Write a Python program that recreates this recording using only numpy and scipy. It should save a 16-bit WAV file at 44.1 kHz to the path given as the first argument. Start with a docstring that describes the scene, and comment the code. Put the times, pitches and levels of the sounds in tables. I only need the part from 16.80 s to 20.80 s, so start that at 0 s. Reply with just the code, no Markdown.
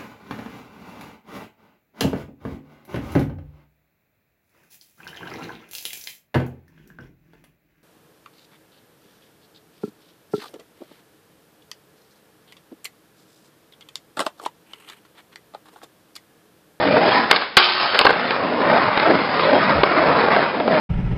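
"""Skateboard wheels rumble and rasp over coarse asphalt, outdoors by an open garage. The board pops an
ollie, slams onto a steel rail and grinds along it, metal catching and slipping while the rail sings.
It drops off the end, lands in a clatter of tail and wheels and rolls away over bumps.
The garage answers the knocks and light gusts buffet the single microphone;
the dull-sounding recorder overloads on the hardest blows."""
import sys
import numpy as np
from scipy import signal
from scipy.fft import rfft, irfft, next_fast_len
from scipy.io import wavfile
from scipy.ndimage import uniform_filter1d, map_coordinates

SR = 44100
rng = np.random.default_rng(int(sys.argv[2]) if len(sys.argv) > 2 else 0)


def wrap_up_sound(samples):
    """Save the sound to the file named by the first command line argument, as 16-bit audio."""
    columns = np.atleast_2d(samples).T
    # keep every value between -1 and 1, then stretch to whole-number steps
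    tamed = np.clip(columns, -1, 1)
    steps = np.round(tamed * 32767).astype(np.int16)
    wavfile.write(sys.argv[1], SR, steps)


N = 176400

# the steel rail's modes (frequency [Hz], level [dB])
RAIL_MODES = [(361, -3.5), (889, -2.5), (1153, -4), (1262, 5), (1538, 1.5), (2245, -4.5), (2896, -2),
              (3136, -2.5), (3623, -5.5), (4475, 2), (4539, -5), (4963, -11.5)]
# trucks sliding on the rail (time [s], scrape level [dB], hiss level [dB])
GRIND_LEVELS = [(.772, -14.5, -9.5), (.81, -20, -19), (.83, -23, -15.5), (.89, -20.5, -20), (.96, -24, -26),
                (1.05, -20, -23.5), (1.11, -25.5, -29.5), (1.2, -21.5, -31)]
GRIND_START_S, GRIND_END_S = GRIND_LEVELS[0][0], GRIND_LEVELS[-1][0]
CONTACT_FADE_S, SNAP_S = 0.074, 0.0004
RUMBLE_EDGE_HZ, TREBLE_EDGE_HZ, MIC_TOP_HZ = 855, 2370, 5230


def amp(db):
    """Decibels to gain."""
    return 10 ** (np.asarray(db) / 20)


def unit(x):
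    """Scale to rms 1."""
    return x / np.sqrt(np.mean(x ** 2) + 1e-20)


def spectrum_gain(points, hz):
    """Gain along (frequency [Hz], level [dB]) points on a log frequency axis."""
    f, db = np.transpose(points)
    return amp(np.interp(np.log(hz + 1), np.log(f + 1), db))


def clock():
    """The time of each sample."""
    return np.arange(N) / SR


def curves(rows):
    """One value per sample for each column after the time."""
    times, *columns = np.transpose(rows)
    return [np.interp(clock(), times, column) for column in columns]


def swells(rows):
    """Gain of bell-shaped swells (time [s], level [dB], half length [s])."""
    return sum(amp(db) * np.exp(-((clock() - s) / half) ** 2) for s, db, half in rows)


def wobble(per_s):
    """A smooth random curve with per_s knots a second."""
    return map_coordinates(rng.standard_normal(N // 20), [clock() * per_s])


def filtered(x, response):
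    """Pass x through a complex response of frequency."""
    size = next_fast_len(len(x) + SR // 10)
    return irfft(rfft(x, size) * response(np.fft.rfftfreq(size, 1 / SR)), size)[:len(x)]


def shaped(x, spectrum, band=lambda f: 1):
    """Colour x with a spectrum, within an optional band, at rms 1."""
    return unit(filtered(x, lambda f: spectrum_gain(spectrum, f) * band(f)))


def below(hz, edge_hz, order=8):
    """Low-pass gain."""
    return 1 / np.sqrt(1 + (hz / edge_hz) ** (2 * order))


def above(hz, edge_hz):
    """High-pass gain."""
    return np.sqrt(1 - below(hz, edge_hz) ** 2)


def resonances(modes, f):
    """Response of modes (frequency [Hz], width [Hz], level [dB]) of alternating sign."""
    return sum((-1) ** k * amp(db) * 1j * f * width / (hz * hz - f * f + 1j * f * width)
               for k, (hz, width, db) in enumerate(modes))


def grains(per_s, spread_db):
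    """Tiny impacts of random size at random moments."""
    size = amp(spread_db * np.clip(rng.standard_normal(N), -2, 2)) * rng.choice([-1, 1], N)
    return unit(size * (rng.random(N) < per_s / SR))


def add(track, s, sound):
    """Mix a sound in at time s."""
    part = track[round(s * SR):][:len(sound)]
    part += sound[:len(part)]


def wind(air_db=-34):
    """Faint open-air hiss, with light gusts buffeting the microphone."""
    # spectra of the air and of the buffeting (frequency [Hz], level [dB])
    air_spectrum = [(30, -23.5), (250, -2), (1400, 0), (5300, -8)]
    buffet_spectrum = [(20, -28.5), (95, 1.5), (250, -13.5), (800, -86)]
    # gusts at the microphone (time [s], level [dB], half length [s])
    gusts = [(2.99, -24.5, .04), (3.33, -43.5, 0.3)]
    air = amp(air_db) * shaped(rng.standard_normal(N), air_spectrum)
    return air + swells(gusts) * shaped(rng.standard_normal(N), buffet_spectrum)


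def garage(x, t60_s=0.29, build_s=0.035, start_db=-9.5, fall_db_per_s=1.5):
    """The open garage reverberates, weaker as the board moves away from it."""
    t = np.arange(SR // 2) / SR
    tail = rng.standard_normal(len(t)) * amp(-60 * t / t60_s) * np.clip(t / build_s, 0, 1) ** 2
    entering = x * amp(start_db - fall_db_per_s * clock())
    return signal.fftconvolve(entering, tail / np.linalg.norm(tail))[:N]


def shifting_load(x, depth_db=3):
    """The contact favours ever-changing pitches as the load on the board shifts."""
    spectrogram = signal.stft(x, nperseg=1024)[2]
    patches = uniform_filter1d(rng.standard_normal(spectrogram.shape), size=2, axis=0)
    patches = unit(uniform_filter1d(patches, size=7, axis=1))
    return signal.istft(spectrogram * amp(depth_db * patches), nperseg=1024)[1][:N]


def deck_drone(stones):
    """Shaken by the stones, the deck drones in swells."""
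    # the deck's low modes (frequency [Hz], width [Hz], level [dB])
    drone_modes = [(267, 55, -3), (502, 13, -0.5), (615, 35, 4.5)]
    # swells of the drone (time [s], level [dB], half length [s])
    drone_swells = [(.15, -21, 0.11), (1.95, -26.5, 0.094), (2.3, -25, 0.06), (2.75, -12, 0.033),
                    (3.94, -17.5, 0.11)]
    drone = filtered(stones, lambda f: resonances(drone_modes, f) * below(f, RUMBLE_EDGE_HZ))
    return swells(drone_swells) * unit(drone)


def rolling(take_off_s=0.62, touch_down_s=1.25, stones_per_s=3000, spread_db=2.5, jolt_db=1.06):
    """Stones of the asphalt rattle wheels and deck, except while the board is off the ground."""
    # spectrum of wheels on asphalt (frequency [Hz], level [dB])
    asphalt = [(40, -36), (110, -11.5), (180, -1), (270, 1), (390, -1), (560, 4), (900, -2), (1500, -6.5),
               (2200, -9), (3000, -13), (5000, -17.5)]
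    # course of the low rumble and of the midrange rasp (time [s], relative level [dB])
    rumble_levels = [(0, -18), (.35, -19), (.48, -30.5), (1.3, -31), (1.52, -27.5), (1.75, -24.5),
                     (1.95, -16.5), (2.13, -28.5), (2.21, -25.5), (2.28, -14.5), (2.45, -27), (2.58, -25.5),
                     (2.74, -17.5), (2.84, -23.5), (2.96, -18), (3.03, -26.5), (3.2, -20.5), (3.6, -19),
                     (3.7, -28.5), (3.83, -29), (3.92, -20), (4, -25)]
    rasp_levels = [(0, -21), (.22, -22), (.35, -14), (.48, -26), (1.33, -23.5), (1.5, -21.5), (1.7, -26),
                   (1.99, -16), (2.13, -20.5), (2.21, -18), (2.3, -17.5), (2.48, -23), (2.74, -18.5),
                   (2.84, -19), (2.93, -17.5), (3.02, -23), (3.18, -17.5), (3.62, -17.5), (3.7, -24.5),
                   (3.86, -32.5), (3.92, -19.5), (4, -22)]
    # the wheels' treble (time [s], level against the rasp [dB])
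    hiss_levels = [(.3, -1.5), (1.4, -4.5), (2.0, -7), (2.6, -2.5), (3.3, -7.5), (3.8, -6)]
    rumble_db, rasp_db, hiss_db = curves(rumble_levels) + curves(rasp_levels) + curves(hiss_levels)
    t = clock()
    grounded = np.clip(np.maximum(take_off_s - t, t - touch_down_s) / CONTACT_FADE_S + 1 / 2, 0, 1)
    stones = shifting_load(grains(stones_per_s, spread_db)) * amp(jolt_db * wobble(per_s=60))
    rumble = shaped(stones, asphalt, lambda f: below(f, RUMBLE_EDGE_HZ))
    # 1j turns the phase a quarter cycle, so neighbouring bands add in power
    rasp = shaped(stones, asphalt, lambda f: 1j * above(f, RUMBLE_EDGE_HZ) * below(f, TREBLE_EDGE_HZ))
    hiss = shaped(stones, asphalt, lambda f: above(f, TREBLE_EDGE_HZ))
    wheels = amp(rumble_db + 2.5) * rumble + amp(rasp_db) * (rasp + amp(hiss_db) * hiss)
    return grounded * (wheels + deck_drone(grains(stones_per_s, spread_db)))


def cushioned(x, ceiling=0.95):
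    """The soft wheels round off the biggest jolts."""
    return x / (1.5 + (x / ceiling) ** 4) ** 0.25


def blow(db, tilt_db, t60_s):
    """A short chatter of contact, heard directly and through the deck's resonances."""
    # spectrum of the direct crack (frequency [Hz], level [dB])
    crack_spectrum = [(30, -35), (150, -10), (400, 4), (1500, 4), (2800, -4.5), (3900, -11.5), (5300, -13)]
    # modes of the board's wood and trucks (frequency [Hz], width [Hz], level [dB])
    deck_modes = [(463, 76, 3), (630, 30, 9.5), (795, 85, -1.5), (1123, 100, 11.5), (1593, 100, 2),
                  (2147, 120, 7.5), (3940, 1600, -8)]
    t = np.arange(SR // 5) / SR
    chatter = filtered(rng.standard_normal(len(t)), lambda f: f < MIC_TOP_HZ)
    contact = np.sign(chatter) * amp(-60 * t / t60_s) * (1 - np.exp(-t / SNAP_S))
    tilt = lambda f: amp(tilt_db * np.log2(np.clip(f, 500, MIC_TOP_HZ) / 1000)) * below(f, MIC_TOP_HZ)
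    crack = shaped(contact, crack_spectrum, tilt)
    knock = amp(1) * unit(filtered(contact, lambda f: tilt(f) * resonances(deck_modes, f)))
    decay_rms = np.sqrt(t60_s / t[-1] / np.log(10 ** 6))
    return amp(db) * unit(crack + knock) * decay_rms


def bumps():
    """The wheels knock dully over cracks and tick on grit."""
    # wheels hitting cracks and pebbles (time [s], level [dB], brightness [dB/octave])
    wheel_hits = [(0.167, -5, -4), (1.36, -11.5, -5.5), (1.507, -9, -0.5), (1.913, -9.5, -5.5),
                  (2.174, -6, -2.5), (2.197, -9.5, 0), (2.389, -11, -3.5), (2.595, -7.5, -2.5),
                  (3.0338, 2, -3.5), (3.285, -5.5, -6.5), (3.438, -5.5, -8), (3.563, -2.5, -5),
                  (3.8, -8.5, -5.5), (3.877, -4, -8)]
    out = np.zeros(N)
    for s, db, tilt_db in wheel_hits:
        add(out, s, blow(db, tilt_db, t60_s=0.025))
    return out


def deck_thuds(t60_s=0.03):
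    """The deck flexes under the landing rider's weight with short wooden thuds."""
    # flexes of the deck (time [s], frequency [Hz], level [dB])
    flexes = [(1.2525, 539, -3), (1.2665, 1126, -6), (1.305, 500, -8)]
    out, t = np.zeros(N), np.arange(SR // 5) / SR
    for s, hz, db in flexes:
        envelope = amp(db - 60 * t / t60_s) * (1 - np.exp(-t / SNAP_S))
        add(out, s, envelope * np.sin(2 * np.pi * hz * t))
    return out


def clacks():
    """Tail, trucks and wheels strike in the pop, the slam on the rail and the landing."""
    # the board's blows (time [s], level [dB], brightness [dB/octave], decay t60 [s])
    board_hits = [(0.504, -17.5, 0, 0.062), (.512, 2.5, 4, 0.02), (0.527, -7.5, 0, 0.031),
                  (0.561, -9, 6, 0.036), (.612, -20.5, 1, 0.29), (.769, 2, 2.5, 0.037),
                  (1.136, -16, -2, .02), (1.145, -11.5, 0.5, 0.1), (1.1901, 0.5, 8.5, 0.013),
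                  (1.195, -12.5, -0.5, 0.079), (1.212, -5, 2, 0.025), (1.247, -12.5, 3, 0.079),
                  (1.252, -4, -3, 0.037), (1.2661, 1, -3.5, 0.026), (1.292, -6, -2, 0.035),
                  (1.305, -7.5, -2, 0.028), (1.328, -13, -0.5, 0.018)]
    out = np.zeros(N)
    for s, db, tilt_db, t60_s in board_hits:
        add(out, s, blow(db, tilt_db, t60_s))
    return out


def rail_ring(t60_s=0.4):
    """The rail rings when the board lands on it and when it clips the end."""
    # strikes on the rail (time [s], level [dB])
    rail_hits = [(0.768, -23.5), (1.1915, -33.5)]
    out, t = np.zeros(N), np.arange(SR) / SR
    for s, db in rail_hits:
        ring = sum(amp(mode_db) * np.sin(2 * np.pi * (hz * t + rng.random()))
                   for hz, mode_db in RAIL_MODES)
        add(out, s, amp(db - 60 * t / t60_s) * ring)
    return out


def rail_singing(start_db=-24, fall_db_per_s=15, waver_db=2, waver_per_s=12):
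    """Friction keeps the rail's modes ringing, each wavering on its own, less as the board slows."""
    ring, t = np.zeros(N), clock()
    for hz, db in RAIL_MODES:
        gain = amp(db + waver_db * wobble(waver_per_s))
        phase = 2 * np.pi * (hz * t + rng.random()) + wobble(waver_per_s) / 2
        ring += gain * np.sin(phase)
    return amp(start_db - fall_db_per_s * np.maximum(t - GRIND_START_S, 0)) * unit(ring)


def grind(chatter_db=0.7):
    """Metal catches and slips on metal: a scrape and a hiss over the singing rail."""
    # spectrum of trucks scraping steel (frequency [Hz], level [dB])
    friction = [(40, -33), (200, -10.5), (400, -7), (1000, 2), (1600, 1), (2000, -3.5), (4700, -6),
                (5300, -4.5)]
    t = clock()
    sliding = (t > GRIND_START_S) * np.clip((GRIND_END_S - t) / CONTACT_FADE_S + 1, 0, 1)
    slips = shifting_load(grains(per_s=3400, spread_db=3.5)) * amp(chatter_db * wobble(per_s=71))
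    scrape_db, hiss_db = curves(GRIND_LEVELS)
    scrape = shaped(slips, friction, lambda f: below(f, TREBLE_EDGE_HZ))
    hiss = shaped(slips, friction, lambda f: 1j * above(f, TREBLE_EDGE_HZ) * below(f, MIC_TOP_HZ))
    return sliding * (amp(scrape_db) * scrape + amp(hiss_db) * hiss + rail_singing())


def scene():
    """Board, rail and wind at one outdoor microphone within earshot of the garage."""
    blows, knocks = clacks() + deck_thuds(), bumps()
    wheels = cushioned(rolling() + knocks)
    return (wheels + blows + garage(blows + knocks) + rail_ring() + grind() + wind())[None]


def record(dry):
    """A narrow-band mono recorder whose output clips on the hardest blows."""
    dull = filtered(dry[0], lambda f: below(f, MIC_TOP_HZ, order=60))
    clipped = np.clip(dull, -1.03, 1.03)
    return filtered(clipped, lambda f: below(f, edge_hz=15800, order=40))[None]


dry = scene()
out = record(dry)
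wrap_up_sound(out)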